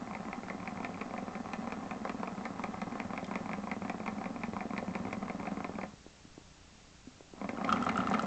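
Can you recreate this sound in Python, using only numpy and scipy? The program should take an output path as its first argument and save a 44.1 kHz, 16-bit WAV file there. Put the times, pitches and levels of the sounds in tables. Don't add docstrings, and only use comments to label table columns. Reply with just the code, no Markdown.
import sys
import numpy as np
from scipy import signal
from scipy.fft import rfft, irfft
from scipy.io import wavfile

SR = 44100
rng = np.random.default_rng(int(sys.argv[2]) if len(sys.argv) > 2 else 0)


def store_pcm(level_fs):
    pcm = np.round(np.clip(level_fs, -1, 1) * 32767).astype(np.int16)
    wavfile.write(sys.argv[1], SR, np.atleast_2d(pcm).T)


N = 364266
TIME, TAIL = np.arange(N) / SR, np.arange(SR // 6) / SR
LEAD_S = .005


def from_db(db):
    return 10 ** (np.asarray(db) / 20)


def rms_one(x):
    return x / np.sqrt(np.mean(x ** 2) + 1e-20)


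def add(out, s, sound):
    start = max(round(s * SR), 0)
    out[start:start + len(sound)] += sound[:max(N - start, 0)]


def through(x, response):
    return signal.fftconvolve(x, response)[:N]


def filtered(x, hz, kind="low", order=2):
    return signal.sosfilt(signal.butter(order, hz, kind, fs=SR, output="sos"), x)


# start in seconds, kind of blow, extra level in dB.
LOOSE_BLOWS = [(4.897, "tap", -8), (5.07, "tap", -2), (5.24, "tap", -22), (7.414, "tap", 0.5),
               (7.4429, "knock", 6), (7.4907, "clack", 1), (7.532, "thud", -3), (7.584, "tap", -1.5),
               (7.612, "knock", 4.5), (7.6446, "clack", -0.5), (7.652, "rebound", -0.5),
               (7.679, "rebound", 1.5), (7.737, "thud", 1.5), (7.7697, "clack", -2), (7.796, "sway", 0.5),
               (7.865, "knock", 9.5), (7.8939, "clack", 1.5), (7.899, "rebound", -4), (7.919, "sway", -1),
               (7.987, "thud", 3), (8.014, "tap", 0.5), (8.047, "sway", 6), (8.089, "tap", 0),
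               (8.112, "rebound", 6), (8.121, "thud", 1), (8.145, "clack", 1.5), (8.15, "rebound", 2),
               (8.168, "sway", 6), (8.231, "rebound", 1), (8.236, "thud", -4)]
def engine_blows():
    out = np.zeros(N)
    for s, kind, extra_db in forward_blows() + LOOSE_BLOWS:
        add(out, s - LEAD_S, blow(kind, s, extra_db))
    return out


# time in seconds, turns done.
CRANK_TURNS = [(0, .17), (.3293, 2), (.8469, 5), (1.1791, 7), (1.353, 8), (1.534, 9), (1.9099, 11),
               (2.0945, 12), (2.4533, 14), (2.6384, 15), (2.8166, 16), (3.0001, 17), (3.5324, 20),
               (4.0781, 23), (4.4339, 25), (5.6435, 32), (5.8322, 33), (5.89, 33.35)]
CONTACTS = {"clack": (0, 0.00026, -38, 0.93, 4.56, [4.5, 2.5, 0, 4, -2]),
            "rebound": (0.02786, 0.00045, -39, 0.73, -14, [-2.5, 9, 4.5, -17.5, -17]),
            "thud": (.27, .0012, -36.5, 0.54, -28.5, [0, -1.5, -14, -30, -23]),
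            "sway": (.51, .002, -46, 1.0, -28, [3, -9, -17, -22, -22]),
            "tap": (.58, 0.0012, -37, 0.59, -5.5, [1.5, -2.5, -4, -23.5, -18]),
            "knock": (.752, .0012, -42, 1.7, -9, [10, 5, 4.5, -15, -18.5]),
            "touch": (.905, 0.0012, -46, 3.7, -2.7, [-1.5, -6, -6.5, -10, -20.5])}
ACCENTS = {"clack": [(.1497, 0.5), (.3293, 0), (.4994, 1), (.8465, 2), (1.0128, 2), (1.534, 4), (1.722, 3),
           (2.0945, 3.5), (2.4533, 2.5), (2.6384, 3.5), (2.8166, 3), (3.0001, 3.5), (3.1768, 2),
           (3.3555, 3.5), (3.8965, 3), (4.0778, 2), (4.2557, -0.5), (4.6056, -2), (4.7785, 2), (5.1282, 1)],
           "knock": [(.11, 6.5), (.284, 6), (.629, 3.5), (.803, 6.5), (1.1377, 7.5), (1.487, 3.5),
           (1.673, 8), (1.86, 3), (2.051, 9.5), (2.2315, 10), (2.5943, 8), (2.773, 3.5), (2.954, 6),
           (3.1337, 7.5), (3.3122, 8.5), (3.492, 7.5), (3.672, 5.5), (3.849, 6), (4.213, 5.5), (4.5655, 7),
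           (4.734, 6.5), (5.43, 2), (5.604, 5), (5.786, 6)], "tap": [(1.642, -0.5), (1.83, -3), (2.016, -4),
           (2.198, -0.5), (2.56, -5)]}
def forward_blows():
    rows = []
    run_s, turns = np.transpose(CRANK_TURNS)
    for kind, (angle, jitter_s, _, scatter_db, _, _) in CONTACTS.items():
        passes = np.arange(np.ceil(turns[-1])) + angle
        passes = passes[(passes > turns[0]) & (passes < turns[-1])]
        for due_s in np.interp(passes, turns, run_s):
            late, harder = rng.standard_normal(2)
            accents = [row for row in ACCENTS.get(kind, []) if abs(row[0] - due_s) < .015]
            s, extra_db = accents[0] if accents else (due_s + jitter_s * late, scatter_db * harder)
            rows.append((s, kind, extra_db))
    return rows


# time in seconds, # force of the
# blows in dB, sliding friction in dB, lift of the modes below 225 Hz in dB.
RUNNING_LEVELS = [(0, -3.5, -45.5, 3), (1.9, -0.75, -45.5, 2), (3.1, -1, -45.5, 3), (4.2, 0.5, -47, 5.5),
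                  (5.6, 1.7, -46, 2), (5.84, 0, -51, 8), (5.93, -32, -58, 23), (6.05, -20, -75, 0),
                  (7.3, -20, -72, 7), (7.39, 0, -48.5, 3.5), (7.56, 3, -46, 0.5), (7.7, 3, -36.5, 4),
                  (8.26, 2, -36, 5)]
# time in seconds, extra level in dB.
CHINK_LEVEL = [(1.0, 3.5), (1.2, -3), (2.6, -1.5), (3.0, 1.5), (3.55, 1), (4.6, 0), (5.6, 0)]
# pitch in Hz, width in Hz, level in dB.
BODY_MODES = [(101.7, 37, -6), (175.3, 22, -3), (208.7, 28.5, 6.5), (240.2, 21.4, 6.5), (274, 16.4, 2.5),
              (325, 195, -8.5), (438, 49, -8.5), (521, 143, -8.5), (706, 109, -3), (772, 69, -2.5),
              (900, 453, -10), (1050, 150, -5), (1270, 170, -7), (1607, 180, -13), (1786, 42, -7.5),
              (2020, 190, -11.5), (2516, 250, -17.5), (3240, 520, -27), (3850, 690, -26.5),
              (5700, 3500, -32)]
def blow(kind, s, extra_db, mode_scatter_db=0.7, thump_pitch_scatter=.028, brightening=0.53):
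    _, _, level_db, scatter_db, chink_db, colour = CONTACTS[kind]
    load_s, force_db, _, boom_db = np.transpose(RUNNING_LEVELS)
    modes = np.array(BODY_MODES, float)
    hz = modes[:, 0].copy()
    modes[hz < 300, 0] *= 1 + thump_pitch_scatter * rng.standard_normal()
    tilt_db = (hz < 225) * np.interp(s, load_s, boom_db)
    tilt_db += brightening * extra_db * np.log2(hz / hz.mean())
    gains = mode_gains(colour) * from_db(tilt_db + mode_scatter_db * rng.standard_normal(len(hz)))
    body = through(bending(rings(modes, gains)), chatter())[:len(TAIL)]
    body /= np.std(body[round(LEAD_S * SR):][:SR // 100])
    chink_db += np.interp(s, *np.transpose(CHINK_LEVEL)) + scatter_db * rng.standard_normal()
    gain = from_db(level_db + np.interp(s, load_s, force_db) + extra_db)
    return gain * (body + from_db(chink_db) * chink())


COLOUR_HZ = [200, 500, 1000, 2200, 4500]
def mode_gains(colour):
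    mode_hz = np.array(BODY_MODES)[:, 0]
    return from_db(np.interp(np.log(mode_hz), np.log(COLOUR_HZ), colour))


def rings(modes, gains=1, size=8192):
    hz, width, db = np.array(modes, float).T[:, :, None]
    bin_hz = np.maximum(np.arange(size // 2 + 1), 1) * SR / size
    detune = (bin_hz / hz - hz / bin_hz) * hz / width
    peaks = from_db(db) ** 2 / (1 + detune ** 2 / 2) ** 2
    power = (gains * np.ones(len(modes))) ** 2 @ peaks
    cepstrum = irfft(np.log(power + 1e-9 * power.max()) / 2)[:size // 2]
    cepstrum[1:] *= 2
    return irfft(np.exp(rfft(cepstrum, size)))[:len(TAIL)]


def bending(response, delay_s=0.001091):
    hz = np.arange(len(response) // 2 + 1) * SR / len(response)
    travel = np.exp(-4j * np.pi * delay_s * np.sqrt(1000 * hz))
    return irfft(rfft(response) * travel, len(response))


def chatter(amount=0.91, gather_s=0.0014, decay_s=0.0058, low_cut_hz=240):
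    t = TAIL - LEAD_S
    envelope = np.exp(np.minimum(t / gather_s, -t / decay_s)) / np.sqrt(decay_s * SR / 2)
    force = amount * filtered(rng.standard_normal(len(t)) * envelope, low_cut_hz, "high")
    force[round(LEAD_S * SR)] = 1
    return force


def chink(start_hz=2630, end_hz=2030, fall_s=0.0019, rise_s=0.00082, edge_hz=2690, octave_db=-20,
          grain_hz=450, roughness=.3, pitch_scatter=.018, length_scatter=.1):
    higher, longer = rng.standard_normal(2)
    t = np.maximum(TAIL - LEAD_S, 0) / np.exp(length_scatter * longer)
    hz = (end_hz + (start_hz - end_hz) * np.exp(-(t / fall_s) ** 2)) * (1 + pitch_scatter * higher)
    flutter, wobble = roughness * rms_one(filtered(rng.standard_normal((2, len(t))), grain_hz))
    swell = (t / rise_s / 2) ** 2 * np.exp(2 - t / rise_s) * (1 + flutter / 2)
    phase = 2 * np.pi * np.cumsum(hz) / SR + wobble
    note = signal.fftconvolve(swell * np.sin(phase), signal.firwin(301, edge_hz, fs=SR), mode="same")
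    return note + from_db(octave_db) * swell ** 2 * np.sin(2 * phase)


# start in seconds, relative level in dB.
SLIPS = [(7.573, -35.5), (7.6919, -20), (7.702, -23), (7.719, -30), (7.7254, -16), (7.7612, -29),
         (7.777, -32), (7.825, -26), (7.84, -30), (7.867, -28), (7.89, -24.5), (7.9573, -26.5),
         (7.9774, -22), (8.003, -25.5), (8.036, -28.5), (8.072, -25), (8.139, -22.5), (8.151, -25.5),
         (8.194, -23)]
def bearing_squeaks(pitch_hz=1305, pitch_scatter=.017, length_s=0.0077, gain_db=-0.9,
                    overtone_db=-23, overtone_ratio=2.2):
    out, t = np.zeros(N), TAIL[:round(length_s * SR)]
    swell = np.sin(np.pi * (t / length_s) ** 0.47)
    for s, db in SLIPS:
        offset, glide = pitch_scatter * rng.standard_normal(2)
        hz = pitch_hz * (1 + offset + glide * (2 * t / length_s - 1))
        phase = 2 * np.pi * np.cumsum(hz) / SR
        tone = np.sin(phase) + from_db(overtone_db) * np.sin(overtone_ratio * phase)
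        add(out, s, from_db(db + gain_db) * swell * tone)
    return out


# pitch in Hz, width in Hz, level in dB.
BRASS_MODES = [(2270, 510, 11), (2860, 450, 5), (3223, 41, 8), (3600, 160, -2), (4070, 600, -4.5),
               (5044, 590, -2.5), (6280, 2100, -6.5), (6950, 5200, 4)]
# start in seconds, relative level in dB, favoured pitch in Hz.
TICKS = [(0.8463, -55, 3465), (3.2445, -45, 3500), (3.2665, -50, 4960), (3.8978, -44, 4230),
         (4.7793, -44, 4080), (5.129, -45, 4050), (7.6478, -42, 4160), (7.7252, -35.5, 5020),
         (7.7272, -36, 3265), (7.8258, -41, 5270), (7.8503, -43, 6750), (7.8915, -40, 3880),
         (7.9725, -39, 6750), (8.0055, -43.5, 3400), (8.0712, -44, 3570), (8.0995, -39.5, 6700),
         (8.131, -44.5, 3730), (8.1415, -42.5, 4540), (8.1938, -42.5, 4370), (8.2235, -40, 6760)]
def brass_ticks(gain_db=8, scatter_db=3.5, skid=0.11, skid_s=0.0044, db_per_octave=25,
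                slip_db=-20.5, slip_hz=3200):
    out, t = np.zeros(N), TAIL[:SR // 60]
    slip_ticks = [(s, db + slip_db, slip_hz) for s, db in SLIPS]
    for s, db, hz in TICKS + slip_ticks:
        force = skid * rng.standard_normal(len(t)) * np.exp(-t / skid_s)
        force[0] = 1
        octaves_off = np.abs(np.log2(np.array(BRASS_MODES)[:, 0] / hz))
        gains = from_db(rng.normal(0, scatter_db, len(BRASS_MODES)) - db_per_octave * octaves_off)
        tick = signal.fftconvolve(rings(BRASS_MODES, gains), force)
        add(out, s, from_db(db + gain_db) * tick / np.abs(tick).max())
    return out


# start in seconds, peak in dB, pitch in Hz, width in Hz.
BUMPS = [(5.935, -41.5, 130, 120), (6.063, -38.5, 306, 180), (6.249, -45, 240, 66), (6.377, -38, 288, 140),
         (6.723, -55, 218, 10), (7.071, -39, 252, 35), (7.206, -39, 377, 220), (7.335, -37, 320, 150)]
def valve_bumps(soft_hz=380, hardness=2.5):
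    out = np.zeros(N)
    for s, db, hz, width in BUMPS:
        ring = np.exp(-np.pi * width * TAIL) * np.cos(2 * np.pi * hz * TAIL)
        bump = bending(filtered(ring, soft_hz + hardness * width))
        add(out, s, from_db(db) * bump / np.abs(bump).max())
    return out


SLIDE_COLOUR = [-2.5, -1, -4, -6.5, -7.5]
def friction(grains_per_s=1500, spread_db=3.5):
    load_s, _, friction_db, _ = np.transpose(RUNNING_LEVELS)
    sizes = rng.choice([-1, 1], N) * from_db(spread_db * np.minimum(rng.exponential(1, N), 4))
    grains = sizes * (rng.random(N) < grains_per_s / SR)
    rubbing = through(grains, rings(BODY_MODES, mode_gains(SLIDE_COLOUR)))
    return from_db(np.interp(TIME, load_s, friction_db)) * rms_one(rubbing)


# delay in seconds, level in dB.
ECHOES = [(.0029, -27), (.0056, -15.5), (0.0107, -12.5), (0.017, -14), (0.0223, -15.5)]
def bench_echoes(x, dull_hz=2200):
    out, dull = np.zeros(N), filtered(x, dull_hz, order=1)
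    for delay_s, db in ECHOES:
        add(out, delay_s, from_db(db) * dull)
    return out


def workshop_reverb(x, t60_s=0.19, level_db=-13, build_s=0.0049, low_cut_hz=330):
    t = np.arange(SR // 2) / SR
    envelope = from_db(-60 * t / t60_s) * (1 - np.exp(-t / build_s)) ** 2
    tail = filtered(rng.standard_normal(len(t)) * envelope, low_cut_hz, "high")
    return from_db(level_db) * through(x, tail / np.linalg.norm(tail))


# frequency in Hz, relative spectral level in dB.
NOISE_FLOOR = [(25, 1), (45, -3), (70, 1.5), (320, -11), (550, -10), (1500, -14.5), (2450, -15.5),
               (2680, -13.5), (2950, -16), (7200, -17), (8700, -22.5)]
def room_tone(level_db=-57.5):
    hz, db = np.transpose(NOISE_FLOOR)
    bin_hz = np.maximum(np.arange(N // 2 + 1) * SR / N, 1)
    shape = from_db(np.interp(np.log(bin_hz), np.log(hz), db))
    return from_db(level_db) * rms_one(irfft(rfft(rng.standard_normal(N)) * shape, N))


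def camera_flutter(level_db=-51, frame_hz=29.9, pulse_s=0.00086, gap_s=0.00863):
    def pulses(t):
        from_pulse_s = ((t * frame_hz + .5) % 1 - .5) / frame_hz
        return np.exp(-(from_pulse_s / pulse_s) ** 2)
    return from_db(level_db) * (pulses(TIME) - pulses(TIME + gap_s))


def scene():
    blows = engine_blows()
    direct = blows + bearing_squeaks() + brass_ticks() + valve_bumps() + friction()
    return (direct + bench_echoes(blows) + workshop_reverb(direct) + room_tone() + camera_flutter())[None]


def record(dry):
    low_pass = signal.firwin(101, 8200, window=("kaiser", 7), fs=SR)
    return signal.fftconvolve(dry, low_pass[None], mode="same")


dry = scene()
out = record(dry)
store_pcm(out)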